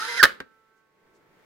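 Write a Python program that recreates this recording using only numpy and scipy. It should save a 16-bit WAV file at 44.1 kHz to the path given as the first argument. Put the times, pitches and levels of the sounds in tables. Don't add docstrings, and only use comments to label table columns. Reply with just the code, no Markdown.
import sys
import numpy as np
from scipy import signal
from scipy.fft import rfft, irfft
from scipy.io import wavfile

SR = 44100
rng = np.random.default_rng(int(sys.argv[2]) if len(sys.argv) > 2 else 0)


def file_out(sig):
    cols = np.atleast_2d(sig).T
    lim = np.clip(cols, -1, 1)
    pcm = np.round(lim * 32767).astype(np.int16)
    wavfile.write(sys.argv[1], SR, pcm)


N = 63945
T = np.arange(N) / SR
BIN_HZ = np.fft.rfftfreq(N, 1 / SR)


def amp(db):
    return 10 ** (np.asarray(db) / 20)


def unit(x):
    return x / np.sqrt(np.mean(x ** 2) + 1e-20)


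def read(points, hz):
    f, value = np.transpose(points)
    return np.interp(np.log(hz + 1), np.log(f + 1), value)


def curve(rows):
    times, *columns = np.transpose(rows)
    return [np.interp(T, times, column) for column in columns]


def pan(db):
    return amp(np.array([[.5], [-.5]]) * db)


def colour(x, spectrum):
    return unit(irfft(rfft(x) * amp(read(spectrum, BIN_HZ)), N))


def noise(shared):
    shared = np.clip(shared, 0, 1)
    spectra = rfft(rng.standard_normal((3, N)))
    return irfft(np.sqrt(shared) * spectra[0] + np.sqrt(1 - shared) * spectra[1:], N)


def impulses(per_s):
    return rng.standard_normal((2, N)) * (rng.random((2, N)) < per_s / SR)


def wander(hz):
    return unit(irfft(rfft(rng.standard_normal(N)) * np.exp(-(BIN_HZ / hz) ** 2), N))


def fall(start_s, decay_s):
    return (T >= start_s) * np.exp(-np.maximum(T - start_s, 0) / decay_s)


# frequency_hz, lead_rad
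LEFT_LEAD = [(1500, 0.14), (1800, .6), (1950, 1.7), (2100, 1.9)]

def tone(phase, hz):
    return np.sqrt(2) * np.sin(phase + np.array([[.5], [-.5]]) * read(LEFT_LEAD, hz))


# time_s, pitch_hz, gain_db
MOTOR_RUN = [(0, 426, -3), (.02, 440, -0.5), (.06, 457.5, -1), (.076, 467.5, -2.5), (.092, 479.2, 0),
             (.135, 470.2, -1.5), (.16, 470.5, -2), (.178, 497, 3), (.205, 469.8, -1.5), (.226, 419.4, -9)]
# time_s, first_db, second_db
WHINE_HARMONICS = [(0, -57, -47.5), (.025, -56.5, -45), (.06, -56.5, -38.5), (.073, -47.5, -55),
                   (.092, -42, -41.5), (.14, -50.5, -38.5), (.158, -43, -41), (.174, -53.5, -45.5),
                   (.183, -50, -58.5)]
# pitch_ratio, level_db, left_over_right_db
MESH_PARTIALS = [(2.98, -39.5, -5), (3.3, -40, -7), (3.93, -45.5, -4.5), (4.32, -43, -5.5),
                 (4.96, -52.5, 0)]
# frequency_hz, relative_db
GEAR_SPECTRUM = [(30, -27), (100, -29.5), (250, -21), (450, -14), (700, -19.5), (1100, -10.5), (1400, -3),
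                 (1900, -5.5), (2300, -13), (2800, -13.5), (6400, -16), (7800, -26), (11800, -27),
                 (13300, -35), (15500, -37)]
# frequency_hz, left_over_right_db
GEAR_PAN = [(500, -0.5), (1000, 2), (1500, -5.5), (2500, -1), (6000, -2.5), (7700, 5.5), (9700, -6),
            (11500, 3.5), (15000, 1)]
# centre_hz, half_width_hz, lift_db
HOUSING_PEAKS = [(3210, 100, 5.5), (3980, 210, 9), (5010, 110, 11), (9900, 400, 10)]
MOTOR_STOP_S, MOTOR_COAST_S, SPEED_JITTER = .214, .014, .01
FLUTTER_DB, GEARS_DB, TEETH_PER_TURN, TOOTH_SPREAD_DB = 5, -34, 2, 7

def motor():
    hz, effort_db = curve(MOTOR_RUN)
    level = amp(effort_db) * np.exp(-np.maximum(T - MOTOR_STOP_S, 0) / MOTOR_COAST_S)
    turns = np.cumsum(hz * (1 + SPEED_JITTER * wander(hz=117))) / SR
    whine = sum(amp(db) * tone(2 * np.pi * k * turns, k * hz)
                for k, db in enumerate(curve(WHINE_HARMONICS), 1))
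    for ratio, db, side_db in MESH_PARTIALS:
        gain = pan(side_db) * amp(db + FLUTTER_DB * wander(hz=35))
        whine += gain * tone(2 * np.pi * (ratio * turns + rng.random()), ratio * hz)
    contacts = np.diff(np.floor(turns * TEETH_PER_TURN), prepend=0)
    teeth = contacts * amp(TOOTH_SPREAD_DB * rng.standard_normal((2, N)))
    grind = .7 * noise(shared=.15)
    clicks = .5 * unit(teeth * rng.choice([-1, 1], (2, N)))
    gears = colour(grind + clicks, GEAR_SPECTRUM)
    housing_db = sum(lift / (1 + ((BIN_HZ - centre) / width) ** 2)
                     for centre, width, lift in HOUSING_PEAKS)
    housed = irfft(rfft(gears) * amp(housing_db) * pan(read(GEAR_PAN, BIN_HZ)), N)
    return level * (whine + amp(GEARS_DB) * housed)


# frequency_hz, relative_db
AIR_SPECTRUM = [(25, -13), (60, -15.5), (100, -13.5), (140, -5), (250, -8.5), (400, -2.5), (650, -10.5),
                (1250, -13.5), (2100, -11.5), (2800, -19.5), (4300, -24), (10400, -33.5), (15500, -30.5)]
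# time_s, low_gain_db, treble_gain_db
RECORDER_NOISE_GAIN = [(0, -66, -70.5), (.55, -70.5, -66.5), (.9, -70.5, -70), (1.08, -63.5, -66),
                       (1.25, -63, -66), (1.45, -60.5, -61)]
# centre_s, half_width_s, level_db
RUSTLE_SWELLS = [(.78, 0.028, -81), (1.159, 0.022, -73)]
# frequency_hz, relative_db
RUSTLE_SPECTRUM = [(2000, -23), (5000, -2), (7000, -2), (10000, -13), (15000, -22)]
AIR_WIDE_HZ, AIR_SPLIT_HZ = 805, 1800

def room_tone():
    low_db, treble_db = curve(RECORDER_NOISE_GAIN)
    air = colour(noise(shared=.64 / (1 + (BIN_HZ / AIR_WIDE_HZ) ** 2)), AIR_SPECTRUM)
    low = signal.sosfiltfilt(signal.butter(2, AIR_SPLIT_HZ, fs=SR, output="sos"), air)
    swells = sum(amp(db) * np.exp(-((T - centre) / width) ** 2) for centre, width, db in RUSTLE_SWELLS)
    rustles = swells * colour(noise(shared=.23), RUSTLE_SPECTRUM)
    return amp(low_db) * low + amp(treble_db) * (air - low) + rustles


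# time_s, pitch_hz, level_db
SQUEAK_GLIDE = [(.165, 2090, -38.5), (.178, 2060, -30), (.188, 1980, -29), (.196, 1870, -22),
                (.203, 1810, -16.5), (.210, 1633, -19), (.214, 1550, -19.5), (.22, 1520, -19.5),
                (.224, 1450, -38)]
# harmonic_number, relative_db
SQUEAK_HARMONICS = [(1, -1.5), (2, -27.5), (3, -20), (4, -33), (5, -38.5)]
SQUEAK_JITTER = .011

def cam_squeak():
    hz, db = curve(SQUEAK_GLIDE)
    phase = 2 * np.pi * np.cumsum(hz * (1 + SQUEAK_JITTER * wander(hz=600))) / SR
    slips = sum(amp(part_db) * tone(k * phase, k * hz) for k, part_db in SQUEAK_HARMONICS)
    uneven_db = .8 * wander(hz=250)
    sliding = (T > SQUEAK_GLIDE[0][0]) * (T < SQUEAK_GLIDE[-1][0])
    return pan(db=-9.5) * slips * amp(db + uneven_db) * sliding


STRIKE_RISE_S, PLASTIC_PAN_DB = .0014, -3

def panel_bark(hz, age_s):
    rise = age_s / STRIKE_RISE_S
    envelope = (rise * np.exp(1 - rise)) ** 2
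    return pan(PLASTIC_PAN_DB) * envelope * tone(2 * np.pi * hz * age_s, hz) / np.sqrt(2)


def ring(modes, age_s):
    offsets = rng.random((len(modes), 1, 1)) + .11 * rng.standard_normal((len(modes), 2, 1))
    ringing = sum(amp(db - 60 * age_s / t60) * np.sin(2 * np.pi * (hz * age_s + offset))
                  for (hz, db, t60), offset in zip(modes, offsets))
    return ringing * (1 - np.exp(-2 * age_s / STRIKE_RISE_S))


# start_s, panel_pitch_hz, ring_db, crack_db, thud_db
ARM_BLOWS = [(0.2274, 1378, -3.5, -27, -26.5), (.2300, 1490, -22.5, -7, -31.5),
             (0.2324, 1734, -3, -14.5, -22), (0.2364, 1539, 4, -7, -26.5), (0.2398, 1800, 0, -10, -26),
             (0.2472, 1720, -12.5, -17, -30), (0.2534, 1730, -7, -18.5, -30)]
# pitch_hz, relative_db, t60_s
FRAME_MODES = [(478, -23, .13), (1112, -20, 0.11), (1266, -14, 0.11), (1405, -9, .09), (1474, -7, .07),
               (1558, -10, .06), (1782, -4, 0.066), (1860, -7, .045), (2140, -18, .05), (2410, -26, .1),
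               (3005, -22, 0.13), (3690, -26, .08), (4322, -30, .09)]
# frequency_hz, relative_db
CRACK_SPECTRUM = [(300, -24.5), (1200, 4.5), (2500, 0.5), (4500, 4), (7000, -9.5), (10000, -8.5),
                  (15500, -9.5)]
# frequency_hz, relative_db
THUD_SPECTRUM = [(25, -14), (70, -8), (130, -10.5), (270, -2.5), (480, 0), (800, -7), (1200, -3),
                 (3000, -39)]
FRAME_DB, CRACK_DECAY_S, THUD_DECAY_S = -12, .0028, .0078

def arm_clatter():
    crack = colour(noise(shared=.15), CRACK_SPECTRUM)
    thud = colour(noise(shared=.5), THUD_SPECTRUM)
    out = np.zeros((2, N))
    for start_s, hz, ring_db, crack_db, thud_db in ARM_BLOWS:
        age_s = np.maximum(T - start_s, 0)
        frame = amp(FRAME_DB) * pan(PLASTIC_PAN_DB) * ring(FRAME_MODES, age_s)
        out += amp(ring_db) * (panel_bark(hz, age_s) + frame)
        out += amp(crack_db) * crack * fall(start_s, CRACK_DECAY_S)
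        out += amp(thud_db) * thud * fall(start_s, THUD_DECAY_S)
    return out


# frequency_hz, relative_db
SHIVER_SPECTRUM = [(200, -21), (480, -11.5), (800, -17), (1500, -2), (2200, -6), (4300, -16.5),
                   (7000, -30.5), (15000, -40.5)]
# frequency_hz, relative_db
COIL_SPECTRUM = [(2000, -25), (5000, -6), (7000, 0), (10000, -2), (15500, -5)]
RELEASE_S, SHIVER_DB, SHIVER_T60_S, COILS_DB, COILS_T60_S = .245, -31, .27, -41, .23
DECAYS_PER_T60 = np.log(1000)

def spring_shiver():
    shiver = colour(noise(shared=.5), SHIVER_SPECTRUM) * fall(RELEASE_S, SHIVER_T60_S / DECAYS_PER_T60)
    chatter = colour(impulses(per_s=4000), COIL_SPECTRUM) * fall(RELEASE_S, COILS_T60_S / DECAYS_PER_T60)
    return amp(SHIVER_DB) * shiver + amp(COILS_DB) * chatter


# harmonic_number, level_db, beat_depth, beat_period_s, dip_s
HUM_HARMONICS = [(2, -75.5, 0.26, .55, 0.856), (4, -76, .2, 0.77, 0.9), (5, -76, 0.41, 0.8, 0.59),
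                 (6, -73, 0.76, 0.77, 0.94), (7, -74.5, 0.77, 0.3, 0.636), (8, -88, 1, .2, 0.596),
                 (9, -86, 0.49, 0.18, 0.494)]
HUM_HZ, HUM_START_S, HUM_RISE_S = 220.8, .3, .05
FADE_ABOVE_HZ, FADE_DB_PER_S, FADE_PIVOT_S = 1200, -13, .86

def electric_hum():
    out = np.zeros(N)
    for k, db, depth, period_s, dip_s in HUM_HARMONICS:
        beat = 1 - depth * np.exp(2j * np.pi * (T - dip_s) / period_s)
        fade_db = FADE_DB_PER_S * (T - FADE_PIVOT_S) * (k * HUM_HZ > FADE_ABOVE_HZ)
        harmonic = np.exp(2j * np.pi * (k * HUM_HZ * T + rng.random()))
        out += amp(db + fade_db) * (beat * harmonic).real
    return pan(db=-7.5) * out * np.clip((T - HUM_START_S) / HUM_RISE_S, 0, 1)


# pitch_hz, level_db, t60_s
BASE_MODES = [(76, -55, 0.12), (145.4, -48.5, 0.11), (266.5, -39.5, 0.098), (397, -37, 0.043),
              (512.6, -39.5, 0.1), (1294, -42, .05), (1600, -36.5, 0.087), (1840, -30.5, 0.035)]
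# frequency_hz, relative_db
KNOCK_SPECTRUM = [(500, -27), (1600, -3), (2600, -1), (3600, -2), (4500, -2), (5300, -22), (6400, -12),
                  (9000, -20), (15500, -25)]
KNOCK_S = .4028

def settling_knock():
    age_s = np.maximum(T - KNOCK_S, 0)
    bark = amp(-30) * panel_bark(hz=1584, age_s=age_s)
    crack = amp(-33) * colour(noise(shared=.058), KNOCK_SPECTRUM) * fall(KNOCK_S, decay_s=.0026)
    thud = amp(-35.5) * colour(noise(shared=.83), THUD_SPECTRUM) * fall(KNOCK_S, THUD_DECAY_S)
    rattle = amp(-39) * colour(noise(shared=.16), SHIVER_SPECTRUM) * fall(KNOCK_S, decay_s=.0098)
    return bark + ring(BASE_MODES, age_s) + crack + thud + rattle


# frequency_hz, t60_s
ROOM_DECAY = [(50, .2), (150, .55), (400, .45), (1500, .26), (4000, .26), (8000, 0.16), (15000, 0.091)]
TAIL_DB, TAIL_DELAY_S, EARLY_DB, EARLY_DELAY_S, EARLY_T60_S = -21.5, .006, -15.5, .002, .08

def room_reflections(near):
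    echoes = impulses(per_s=4000) * (T > TAIL_DELAY_S)
    hz, age_s, bands = signal.stft(echoes, SR, nperseg=256)
    decay = amp(-60 * age_s / read(ROOM_DECAY, hz)[:, None])
    tail = signal.istft(bands * decay, SR, nperseg=256)[1][:, :N]
    early = impulses(per_s=1500) * fall(EARLY_DELAY_S, EARLY_T60_S / DECAYS_PER_T60)
    response = (amp(TAIL_DB) * unit(tail) + amp(EARLY_DB) * unit(early)) / np.sqrt(N)
    return signal.fftconvolve(near, response, axes=1)[:, :N]


def scene():
    near = motor() + cam_squeak() + arm_clatter() + settling_knock() + spring_shiver()
    return near + room_reflections(near) + electric_hum() + room_tone()


BAND_LIMIT_HZ = 15900

def record(dry):
    clipped = dry / (1 + dry ** 6) ** (1 / 6)
    lowpass = signal.firwin(511, BAND_LIMIT_HZ, window=("kaiser", 9), fs=SR)
    return signal.oaconvolve(clipped, lowpass[None], "same")


dry = scene()
out = record(dry)
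file_out(out)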